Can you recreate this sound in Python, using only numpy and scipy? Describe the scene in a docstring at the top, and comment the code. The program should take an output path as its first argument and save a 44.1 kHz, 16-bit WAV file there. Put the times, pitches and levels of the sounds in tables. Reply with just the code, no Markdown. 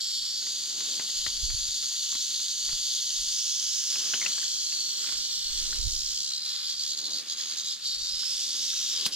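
"""Tall grass outdoors, a distant hush behind: a rattlesnake buzzes to the right of a hand-held microphone.
It is lifted on a hook, swings free and is lowered toward tongs; the buzz falters or surges at its lurches.
The tail shakes some 75 times a second, four clacks a shake, each a volley of clicks ringing hollow segments.
Tools knock as noise bursts with a damped ring, clothes and grass rustle as swelling filtered noise,
and puffs of low noise and short low tones that swell and fade reach the microphone as soft bumps."""
import sys
import numpy as np
from scipy import signal
from scipy.fft import rfft, irfft, next_fast_len
from scipy.io import wavfile
from scipy.ndimage import uniform_filter1d, map_coordinates

SR = 44100
rng = np.random.default_rng(int(sys.argv[2]) if len(sys.argv) > 2 else 0)


def materialize(psi):
    """Save the field psi as 16-bit PCM at rate SR to the path in sys.argv[1].

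    A 1-D psi becomes a single channel; in a 2-D psi each row is a channel.
    """
    bounded = np.clip(np.atleast_2d(psi).T, -1, 1)
    quanta = np.round(bounded * 32767).astype(np.int16)
    wavfile.write(sys.argv[1], SR, quanta)


N = 403515  # length in samples

# Levels are relative: brushes, sweeps, puffs, knocks and the rattling effort add a gain set in scene(),
# thumps and flicks do not.
# Spectrum of the distant outdoor hush: pitch_hz, density_db (per Hz, relative)
FIELD_COLOUR = [(30, -19), (95, -29), (150, 5.5), (250, -0.5), (420, -19), (750, -16), (1500, -36),
                (5000, -29)]
# Spectrum of brushing cloth: pitch_hz, density_db (per Hz, relative)
CLOTH_COLOUR = [(80, -32), (160, -4.5), (300, 3), (480, -1), (750, -6), (1200, -8.5), (3000, -22.5)]
# Sleeves brush as the handler moves: peak_s, level_db, length_s
BRUSHES = [(.48, -65, 0.45), (.9, -58, 0.97), (1.35, -67.5, .5), (2.75, -71, .8), (3.27, -68.5, 0.76),
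           (4.04, -57.5, 0.61), (4.29, -61.5, 0.4), (5.1, -63, 0.97), (5.73, -60.5, 0.73),
           (7.13, -56.5, 0.53), (7.5, -65, 1), (8.3, -63.5, 1), (8.6, -61.5, 0.52), (9.05, -55, 0.48)]
# Spectrum of dry grass: pitch_hz, density_db (per Hz, relative)
GRASS_COLOUR = [(300, -22.5), (800, -18.5), (1100, -3.5), (1500, 0), (2100, -1), (3500, 7.5), (8000, -3.5),
                (15000, -19)]
# The tools sweep through the grass: peak_s, level_db, length_s
SWEEPS = [(.82, -56, 0.86), (4.03, -52, 1), (4.28, -52.5, 0.79), (5.1, -52.5, 0.62), (5.6, -55.5, 1),
          (6.6, -55.5, 1), (7.45, -53, 1), (8.15, -60, 0.97), (8.97, -53, .7)]
# Spectrum of air on the microphone: pitch_hz, density_db (per Hz, relative)
RUMBLE_COLOUR = [(10, 1), (25, 8), (48, 4), (70, -8.5), (100, -15.5), (150, -19), (300, -46), (1000, -88)]
# Puffs of air on the microphone: peak_s, level_db, length_s
PUFFS = [(.23, -64, .2), (1.21, -48, .2), (1.5, -39.5, 0.45), (2.16, -59, .12), (2.73, -50, 0.26),
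         (3.22, -52.5, 0.34), (3.69, -57.5, 0.17), (5.17, -55, 0.18), (5.6, -42.5, 0.53),
         (5.88, -36.5, 0.39), (6.85, -64, .13), (7.99, -51.5, 0.18), (8.14, -52.5, .15), (8.36, -61, 0.11),
         (8.66, -65, .14), (9.07, -62, .14)]
# Soft bumps: centre_s, level_db, pitch_hz, half_length_s
THUMPS = [(1.281, -39.5, 70, 0.0062), (1.44, -24.5, 48.4, 0.013), (1.547, -36, 96, 0.011),
          (1.693, -38.5, 55, 0.0061), (2.157, -43, 250, 0.0029), (2.691, -49, 65, 0.0078),
          (2.735, -44, 135, 0.0052), (5.8, -29, 50, 0.014), (5.866, -28, 50.7, 0.041),
          (5.871, -31, 96, 0.013), (8.013, -52, 75, 0.017), (9.067, -37, 182, 0.0044)]
# Spectrum of a tool knock: pitch_hz, density_db (per Hz, relative)
KNOCK_COLOUR = [(60, -42), (180, 4.5), (450, -1), (800, -0.5), (1400, 4.5), (2600, 3.5), (4000, 6.5),
                (9000, -13), (15000, -25)]
# Knocks of the tools and of stems against them:
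# start_s, level_db, ring_hz, left_over_right_db, ring_db, snap_db (treble tilt reached at 10 kHz)
KNOCKS = [(0.42,-40.5,1790,1,-3,-2), (0.465,-41.5,1950,3,-2,-2), (0.804,-35.5,1520,5,-10,2),
          (0.995,-30,1500,5,-15,-5), (1.09,-41,1940,2,3,0), (1.263,-23,1940,16,8,8),
          (1.5,-36.5,1900,2,-5,0), (1.83,-41,1290,3,3,4), (1.913,-40.5,1200,12,8,3),
          (2.126,-39.5,1220,2,4,0), (2.15,-33.5,1180,2,7,2), (2.394,-40.5,1200,.5,-11,2),
          (2.688,-33.5,2310,4,0,0), (2.726,-38,1320,1.5,-13,1), (3.955,-32.5,2580,1,4,-2),
          (4.135,-26.5,1530,-2,4.5,1), (4.14,-24.5,2840,3,12,1), (4.214,-27,2130,4,14,-3),
          (4.225,-29.5,2100,5,21,-3), (4.245,-34,1900,5,16,6), (4.259,-24.5,2080,-1,14.5,-3),
          (4.261,-23.5,2700,5,19,3), (4.379,-36,1690,4,7,4), (4.429,-38,1620,-1,7,2),
          (4.722,-36,2790,4,12,0), (5.041,-41.5,1460,3,11,6), (5.09,-36.5,1500,6,3,-2),
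          (5.121,-36,1390,3,1,0), (5.726,-35,1660,9,18,0), (8.23,-41.5,1580,6,20,0),
          (8.731,-44,1530,1.5,25,0), (8.809,-43.5,1510,-1,11,0), (9.062,-20,2460,-2,-2,19.5)]
# Tail speed: time_s, shake_rate_hz
SHAKE_RATE = [(0, 72.5), (1.2, 75), (1.7, 73.7), (2.7, 72.7), (3.1, 77.5), (3.7, 75.5), (4.0, 77.5),
              (4.4, 75.5), (4.9, 79), (5.7, 75.5), (6.3, 68), (6.55, 73), (6.9, 72), (7.25, 80), (9.15, 81)]
# A dangling tail stresses one clack per shake: time_s, depth_db
FREE_TAIL = [(5.5, .8), (6.3, 6), (6.55, 1.5), (6.9, 5), (7.25, 5), (7.8, 1.5)]
# Effort of the rattling: time_s, level_db
EFFORT = [(0, -32), (.65, -34), (1.3, -33), (3.45, -31.5), (4.3, -31.5), (5.1, -32.5), (5.7, -33),
          (6.8, -32), (7.6, -34), (8.3, -32.5), (9.15, -32.5)]
# The buzz falters or surges as the body swings on the hook: centre_s, change_db, half_length_s
LURCHES = [(6.402, -4.5, 0.027), (6.61, -3, 0.044), (6.695, 0, .02), (6.759, -6, 0.026), (6.83, -0.5, .025),
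           (6.957, -10, 0.012), (7.025, -5.5, 0.018), (7.09, -6, .014), (7.245, -12, 0.038),
           (7.315, 1.5, .02), (7.357, -8, 0.02), (7.454, -4, 0.027), (7.548, -5.5, .013), (7.59, 1, .018),
           (7.632, -5.5, 0.014), (7.695, 0.5, .022), (7.794, -11, 0.044), (7.865, 4, .035),
           (7.973, -9, 0.0063), (9.008, 0.5, 0.016), (9.099, -23, 0.018)]
# Single hard clacks as the tail whips about: start_s, level_db
FLICKS = [(8.9295, -23), (8.998, -21), (9.0105, -22), (9.0547, -16), (9.0587, -14), (9.0635, -13),
          (9.0885, -28)]
# The hollow rattle's colour in seven postures, each: pitch_hz, density_db (per Hz, relative)
ALERT = [(1000,-44), (2350,-42), (3150,-6), (3850,-4), (4550,5), (4950,-5), (5300,2.5), (5700,-9.5),
         (6500,-11), (7400,-1.5), (8200,-19), (9000,-25), (11200,-23), (15000,-32)]
COILED = [(1000,-40), (2350,-28.5), (3150,-5), (3850,-1.5), (4600,2), (4950,-3.5), (5300,-3), (5600,-7.5),
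          (6500,0.5), (7400,-3), (8200,-23), (9000,-17.5), (11200,-21.5), (15000,-29)]
RAISED = [(1000,-50), (2350,-27.5), (3150,-5), (3850,-3.5), (4550,-2.5), (4950,-2), (5300,3), (5700,-1.5),
          (6500,0), (7400,-4.5), (8200,-16.5), (9000,-19.5), (11200,-23), (15000,-27.5)]
HOOKED = [(1000,-36), (2350,-33.5), (3150,-7.5), (3850,-8), (4550,0.5), (4950,-7), (5300,-4.5), (5700,-5.5),
          (6500,-4.5), (7400,-4.5), (8200,-24), (9000,-22), (11200,-26), (15000,-34)]
GRIPPED = [(1000,-39), (2350,-35), (3150,-3.5), (3850,-4), (4350,2.5), (4950,0.5), (5300,1.5), (5700,-2),
           (6500,-3.5), (7400,-0.5), (8200,-18), (9000,-20), (11200,-22.5), (15000,-29)]
HANGING = [(1000,-35.5), (2350,-41), (3150,-8), (3850,0.5), (4550,2), (4950,1), (5300,-1), (5700,-9),
           (6500,-3.5), (7400,-4.5), (8200,-25), (9000,-23), (11200,-25), (15000,-32.5)]
LOWERED = [(1000,-36.5), (2350,-22), (3150,-2.5), (3850,1), (4550,-2.5), (4950,-1), (5300,0.5), (5700,-2),
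           (6500,-3.5), (7400,-3), (8200,-13), (9000,-19.5), (11200,-20), (15000,-28.5)]
# Order of the postures: start_s, colour (one of the tables above)
POSTURES = [(0, ALERT), (.4, COILED), (3.25, RAISED), (4.25, HOOKED), (4.9, GRIPPED), (6.3, HANGING),
            (8.1, LOWERED)]
# Stems scatter the treble more widely: pitch_hz, side_over_mid_db
SCATTER_WIDTH = [(3000, -7), (6500, -2), (8500, 0.5), (14000, 1)]
# Depth of the drifting colour: time_s, depth_db
SWAY = [(0, 1.3), (4.2, 1.3), (5, 2), (6.4, 2.8), (7.9, 2.8), (8.3, 2.3), (9.15, 2.3)]
# Centre of the strongest band: time_s, pitch_hz
BRIGHT_BAND = [(0, 4500), (2.9, 4630), (4.5, 4500), (5.4, 4400), (6.25, 4170), (6.6, 4670), (7.7, 4740),
               (7.97, 4370), (8.25, 5120), (8.5, 5170), (8.76, 5800), (8.92, 5500), (9.04, 4450),
               (9.14, 5230)]
# The two microphone ports, toward the snake: pitch_hz, left_over_right_db, left_lag_rad (before BEARING)
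PORTS = [(1500, -1, 1.4), (3700, 3, 0.38), (3600, 3, 1.26), (4780, 4.5, 1.13), (5200, -3, 2.04),
         (5770, 1, 1.54), (6440, -4, 1.4), (6930, 9, 1.71), (8580, -8, 3.5), (8800, -4.5, 0.79),
         (11400, 2, 3.32), (12500, -6, 3.1)]
# How far to the right the snake lies: time_s, lag_multiple (of the port lag)
BEARING = [(3.2, .85), (4.1, .95), (4.6, 1.3), (5.3, 1.5), (6.0, 1.35), (7.5, 1.2), (8.5, 1.0)]
# Overall balance of the snake between the ports: time_s, left_over_right_db
BALANCE = [(0.0, -3), (0.99, -2), (3.16, -2.5), (3.47, -2.5), (4.33, -2), (4.87, -3.5), (7.9, -3.5),
           (8.36, -3), (9.15, -2)]

FLICK_T60_S = .009  # 60 dB decay of a hard clack
TURN_S = .25  # time to change posture
TOP_HZ = 15750  # band limit of the microphone chain


def amp(db):
    """Decibels to gain."""
    return 10 ** (np.asarray(db) / 20)


def unit(x):
    """Scale to rms 1."""
    return x / np.sqrt(np.mean(x ** 2) + 1e-20)


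def along(points, hz):
    """Read (pitch_hz, value) points on a log frequency axis."""
    f, v = np.transpose(points)
    return np.interp(np.log(hz + 1), np.log(f + 1), v)


def curves(rows):
    """One value per sample for each column after the time."""
    s, *cols = np.transpose(rows)
    return [np.interp(np.arange(N) / SR, s, c) for c in cols]


def wobble(rate):
    """A smooth random curve, rate knots a second."""
    knots = rng.standard_normal(int(N * rate / SR) + 4)
    return map_coordinates(knots, [np.arange(N) * rate / SR])


def filtered(x, response):
    """Multiply the spectrum of x by a response of frequency."""
    n = x.shape[-1]
    m = next_fast_len(n + 8192)
    return irfft(rfft(x, m) * response(np.fft.rfftfreq(m, 1 / SR)), m)[..., :n]


def coloured(x, colour):
    """Filter x to a spectrum table, at rms 1."""
    return unit(filtered(x, lambda hz: amp(along(colour, hz))))


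def resonate(x, colour, size=512):
    """Ring x through a causal, minimum-phase body of the given colour."""
    cepstrum = irfft(np.log(amp(along(colour, np.fft.rfftfreq(size, 1 / SR)))))
    # folding the cepstrum puts the energy as early as possible
    cepstrum[1:size // 2] *= 2
    cepstrum[size // 2 + 1:] = 0
    impulse = irfft(np.exp(rfft(cepstrum)))
    return signal.oaconvolve(x, impulse[None], axes=1)[:, :N]


def panned(left_db):
    """Left and right gains of constant power."""
    left_db = np.atleast_1d(left_db)
    gains = amp(np.array([left_db, -left_db]) / 2)
    return gains / np.sqrt(np.mean(gains ** 2, axis=0))


def noise_pair(n, side_db):
    """White stereo noise, its likeness in both ears set by the side level."""
    mid, side = rng.standard_normal((2, n))
    side = amp(side_db) * side
    return np.array([mid + side, mid - side])


def add(track, s, sound):
    """Mix a short sound in at time s."""
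    room = track[:, max(round(s * SR), 0):][:, :sound.shape[1]]
    room += sound[:, :room.shape[1]]


def bell(t, centre, half):
    """Gaussian bump of height 1, down to 1/e at half either side."""
    return np.exp(-((t - centre) / half) ** 2)


def swells(rows, floor_db, rise_share, roundness):
    """Gain of swells over a floor; each is 20 dB down at both ends of its length."""
    t, rise = np.arange(N) / SR, np.clip(rise_share, .1, .9)
    power = np.full(N, amp(floor_db) ** 2)
    for s, db, length in rows:
        near = slice(max(int((s - 2 * length) * SR), 0), int((s + 2 * length) * SR))
        away = np.maximum((s - t[near]) / rise, (t[near] - s) / (1 - rise)) / length
        power[near] += amp(db - 20 * away ** roundness) ** 2
    return np.sqrt(power)


def field_hush(gain_db):
    """The distant outdoors: steady, wide filtered noise."""
    return coloured(noise_pair(N, side_db=-2.5), FIELD_COLOUR) * amp(gain_db)


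def clothes(gain_db):
    """Fabric friction: soft noise that swells with each brush of a sleeve."""
    brushing = swells(BRUSHES, floor_db=-74, rise_share=0.53, roundness=1.55)
    return coloured(noise_pair(N, side_db=-7.5), CLOTH_COLOUR) * brushing * amp(gain_db)


def grass(gain_db, crackle_db):
    """Dry blades: noise with a fast random level crackles finely and swells as the tools sweep through."""
    sweeping = swells(SWEEPS, floor_db=-59.5, rise_share=0.51, roundness=1.24)
    crackle = amp(crackle_db * wobble(400) + 1.46 * wobble(25))
    blades = coloured(noise_pair(N, side_db=-6) * crackle, GRASS_COLOUR)
    return blades * sweeping * amp(gain_db) * panned(0.45)


def air_puffs(gain_db, left_db):
    """Moving air buffets the microphone: swelling low noise, stronger on the right port."""
    puffing = swells(PUFFS, floor_db=-84.5, rise_share=.42, roundness=1.3)
    air = coloured(noise_pair(N, side_db=0), RUMBLE_COLOUR)
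    return air * puffing * amp(gain_db) * panned(left_db)


def soft_thumps(left_db):
    """Soft bumps: low sines under short bell envelopes, almost all on the right port."""
    t, low = np.arange(N) / SR, np.zeros(N)
    for s, db, hz, half in THUMPS:
        low += amp(db) * bell(t, s, half) * np.sin(2 * np.pi * hz * (t - s))
    return low * panned(left_db)


def knocks(gain_db, attack_s, t60, ring_gain_db, ring_width_hz, ring_t60, tail_db, tail_t60):
    """Each knock is a short dry scuff, one broad damped resonance and a faint after-rustle."""
    track, t = np.zeros((2, N)), np.arange(SR // 5) / SR
    rise = 1 - np.exp(-(t / attack_s) ** 2)
    scuff_shape = rise * (amp(-60 * t / t60) + amp(tail_db - 60 * t / tail_t60))
    ring_shape = rise * amp(-60 * t / ring_t60)
    for s, db, ring_hz, left_db, ring_db, snap_db in KNOCKS:
        def body(hz):
            return amp(along(KNOCK_COLOUR, hz) + along([(2500, 0), (10000, snap_db)], hz))

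        def resonance(hz):
            return 1 / (1 + ((hz - ring_hz) / ring_width_hz) ** 2)

        scuff = scuff_shape * unit(filtered(noise_pair(len(t), side_db=-13.5), body))
        ring = ring_shape * unit(filtered(noise_pair(len(t), side_db=-13.5), resonance))
        share = amp(ring_db + ring_gain_db)
        knock = (scuff + share * ring) / np.hypot(1, share)
        add(track, s, amp(db + gain_db) * knock * panned(left_db))
    return track


def effort_db():
    """Level of the rattling, with a brief dip or surge at each lurch."""
    t = np.arange(N) / SR
    return curves(EFFORT)[0] + sum(db * bell(t, s, half) for s, db, half in LURCHES)


def segment_clicks(spread_s, size_db, jitter_s, uneven_db, count=30):
    """Four clacks per shake; each sets the chain of loose segments off as a volley of tiny clicks."""
    rate, swing_db = curves(SHAKE_RATE)[0], curves(FREE_TAIL)[0]
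    clack_number = np.floor(np.cumsum(rate) * 4 / SR)
    at = np.flatnonzero(np.diff(clack_number))
    beat = np.cos(np.pi / 2 * np.arange(len(at)) + np.pi / 8)  # repeats every four clacks
    size = amp(swing_db[at] * beat)  # a free tail hits hardest once per shake
    size /= np.sqrt(uniform_filter1d(size ** 2, size=4))
    size *= amp(uneven_db * rng.standard_normal(len(at)))  # clacks vary in hardness
    delay = spread_s * rng.random((len(at), count))
    jitter = jitter_s * rng.standard_normal((len(at), 1))  # shared by a whole volley
    when = at[:, None] + SR * (delay + jitter)
    hardness = amp(size_db * rng.standard_normal((len(at), count)))
    sign = np.sign(rng.standard_normal((len(at), count)))
    blows = size[:, None] * hardness * sign
    sample = np.clip(when, 0, N).astype(int)
    return unit(np.bincount(sample.ravel(), blows.ravel(), N + 1)[:N])


def through_grass(x, scatter_db, t60):
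    """The direct sound plus a brief diffuse scatter off stems and ground."""
    decay = amp(-60 * np.arange(SR // 10) / SR / t60) ** 2
    energy = signal.oaconvolve(x ** 2, decay / decay.sum())[:N]
    mid, side = rng.standard_normal((2, N))
    side = filtered(side, lambda hz: amp(along(SCATTER_WIDTH, hz)))
    scatter = np.sqrt(np.abs(energy)) * np.array([mid + side, mid - side])
    return (x + amp(scatter_db) * scatter) / np.hypot(1, amp(scatter_db))


def posture_entered(start_s):
    """Ramp from 0 to 1 centred on the start of a posture."""
    return np.clip((np.arange(N) / SR - start_s) / TURN_S + .5, 0, 1)


def hollow_shells(clicks):
    """The shells ring the clicks, crossfading between the colours of the postures."""
    entered = [np.ones(N)] + [posture_entered(s) for s, _ in POSTURES[1:]] + [np.zeros(N)]
    buzz = np.zeros((2, N))
    for k, (_, colour) in enumerate(POSTURES):
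        power = np.mean(amp(along(colour, np.linspace(0, SR / 2, SR // 100))) ** 2)
        buzz += (entered[k] - entered[k + 1]) * resonate(clicks, colour) / np.sqrt(power)
    return buzz


def bright_band(t, hz, earlier_db, lowered_db, earlier_width_hz, lowered_width_hz):
    """Gain in dB of the strongest band, which glides, widens and stands out once the snake is lowered."""
    centre = np.interp(t, *np.transpose(BRIGHT_BAND))
    lowered = np.clip((t - POSTURES[-1][0]) / TURN_S + .5, 0, 1)
    height = earlier_db + (lowered_db - earlier_db) * lowered
    width = earlier_width_hz + (lowered_width_hz - earlier_width_hz) * lowered
    return height * bell(hz[:, None], centre, width)


def smooth_power(z):
    """Power of both channels in each frame, averaged over nine frames."""
    return uniform_filter1d(np.sum(np.abs(z) ** 2, axis=(0, 1)), size=9)


def drifting_colour(x):
    """Paths through the grass interfere: random peaks and notches come and go, mostly alike at both ears."""
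    hz, t, z = signal.stft(x, SR, nperseg=512)
    drift = rng.standard_normal((3, *z.shape[1:]))
    drift = uniform_filter1d(drift, size=4, axis=1)  # across frequency
    shared, left, right = uniform_filter1d(drift, size=45, axis=2)  # across time
    drift = unit(shared + 0.28 * np.array([left, right]))
    depth_db = np.interp(t, *np.transpose(SWAY))
    band_db = bright_band(t, hz, earlier_db=2.5, lowered_db=6.2, earlier_width_hz=190, lowered_width_hz=720)
    moved = z * amp(depth_db * drift + band_db)
    # only the colour drifts: the smoothed level is put back
    level = np.sqrt(np.abs(smooth_power(z) / smooth_power(moved)))
    return signal.istft(moved * level, SR, nperseg=512)[1][:, :N]


def rattle(gain_db, flutter_db):
    """Segment clicks scatter in the grass and ring hollow shells, coloured by the snake's posture."""
    clicks = segment_clicks(spread_s=.0028, size_db=1.0, jitter_s=.00012, uneven_db=.7)
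    clicks = (clicks * amp(effort_db() + gain_db + flutter_db * wobble(35)))[None]
    short = np.arange(SR // 100) / SR
    for s, db in FLICKS:
        add(clicks, s, amp(db - 60 * short / FLICK_T60_S) * rng.standard_normal((1, len(short))))
    clicks = through_grass(clicks[0], scatter_db=-4.8, t60=.04)
    return drifting_colour(hollow_shells(clicks))


def at_ports(x):
    """The snake lies to the right: its sound lags at the left port, and the microphone body shades each."""
    ports = np.array(PORTS)
    hz, t, z = signal.stft(x, SR, nperseg=512)
    lag = np.outer(along(ports[:, ::2], hz), np.interp(t, *np.transpose(BEARING)))
    shading = panned(along(ports[:, :2], hz))[..., None]
    heard = z * shading * np.exp(.5j * np.array([-lag, lag]))
    return signal.istft(heard, SR, nperseg=512)[1][:, :N] * panned(curves(BALANCE)[0])


def scene():
    """The field, the handler, the bumped microphone and the snake."""
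    ambience = field_hush(gain_db=-68.5) + clothes(gain_db=2.0) + grass(gain_db=9.0, crackle_db=2.0)
    bumps = air_puffs(gain_db=3.5, left_db=-4.5) + soft_thumps(left_db=-19)
    tools = knocks(gain_db=3.5, attack_s=0.0015, t60=0.015, ring_gain_db=-10.5, ring_width_hz=174,
                   ring_t60=0.03, tail_db=-15, tail_t60=0.16)
    snake = at_ports(rattle(gain_db=2.5, flutter_db=.5))
    return ambience + bumps + tools + snake


def record(dry):
    """The microphone chain passes nothing above its band limit."""
    return filtered(dry, lambda hz: hz < TOP_HZ)


dry = scene()
out = record(dry)
materialize(out)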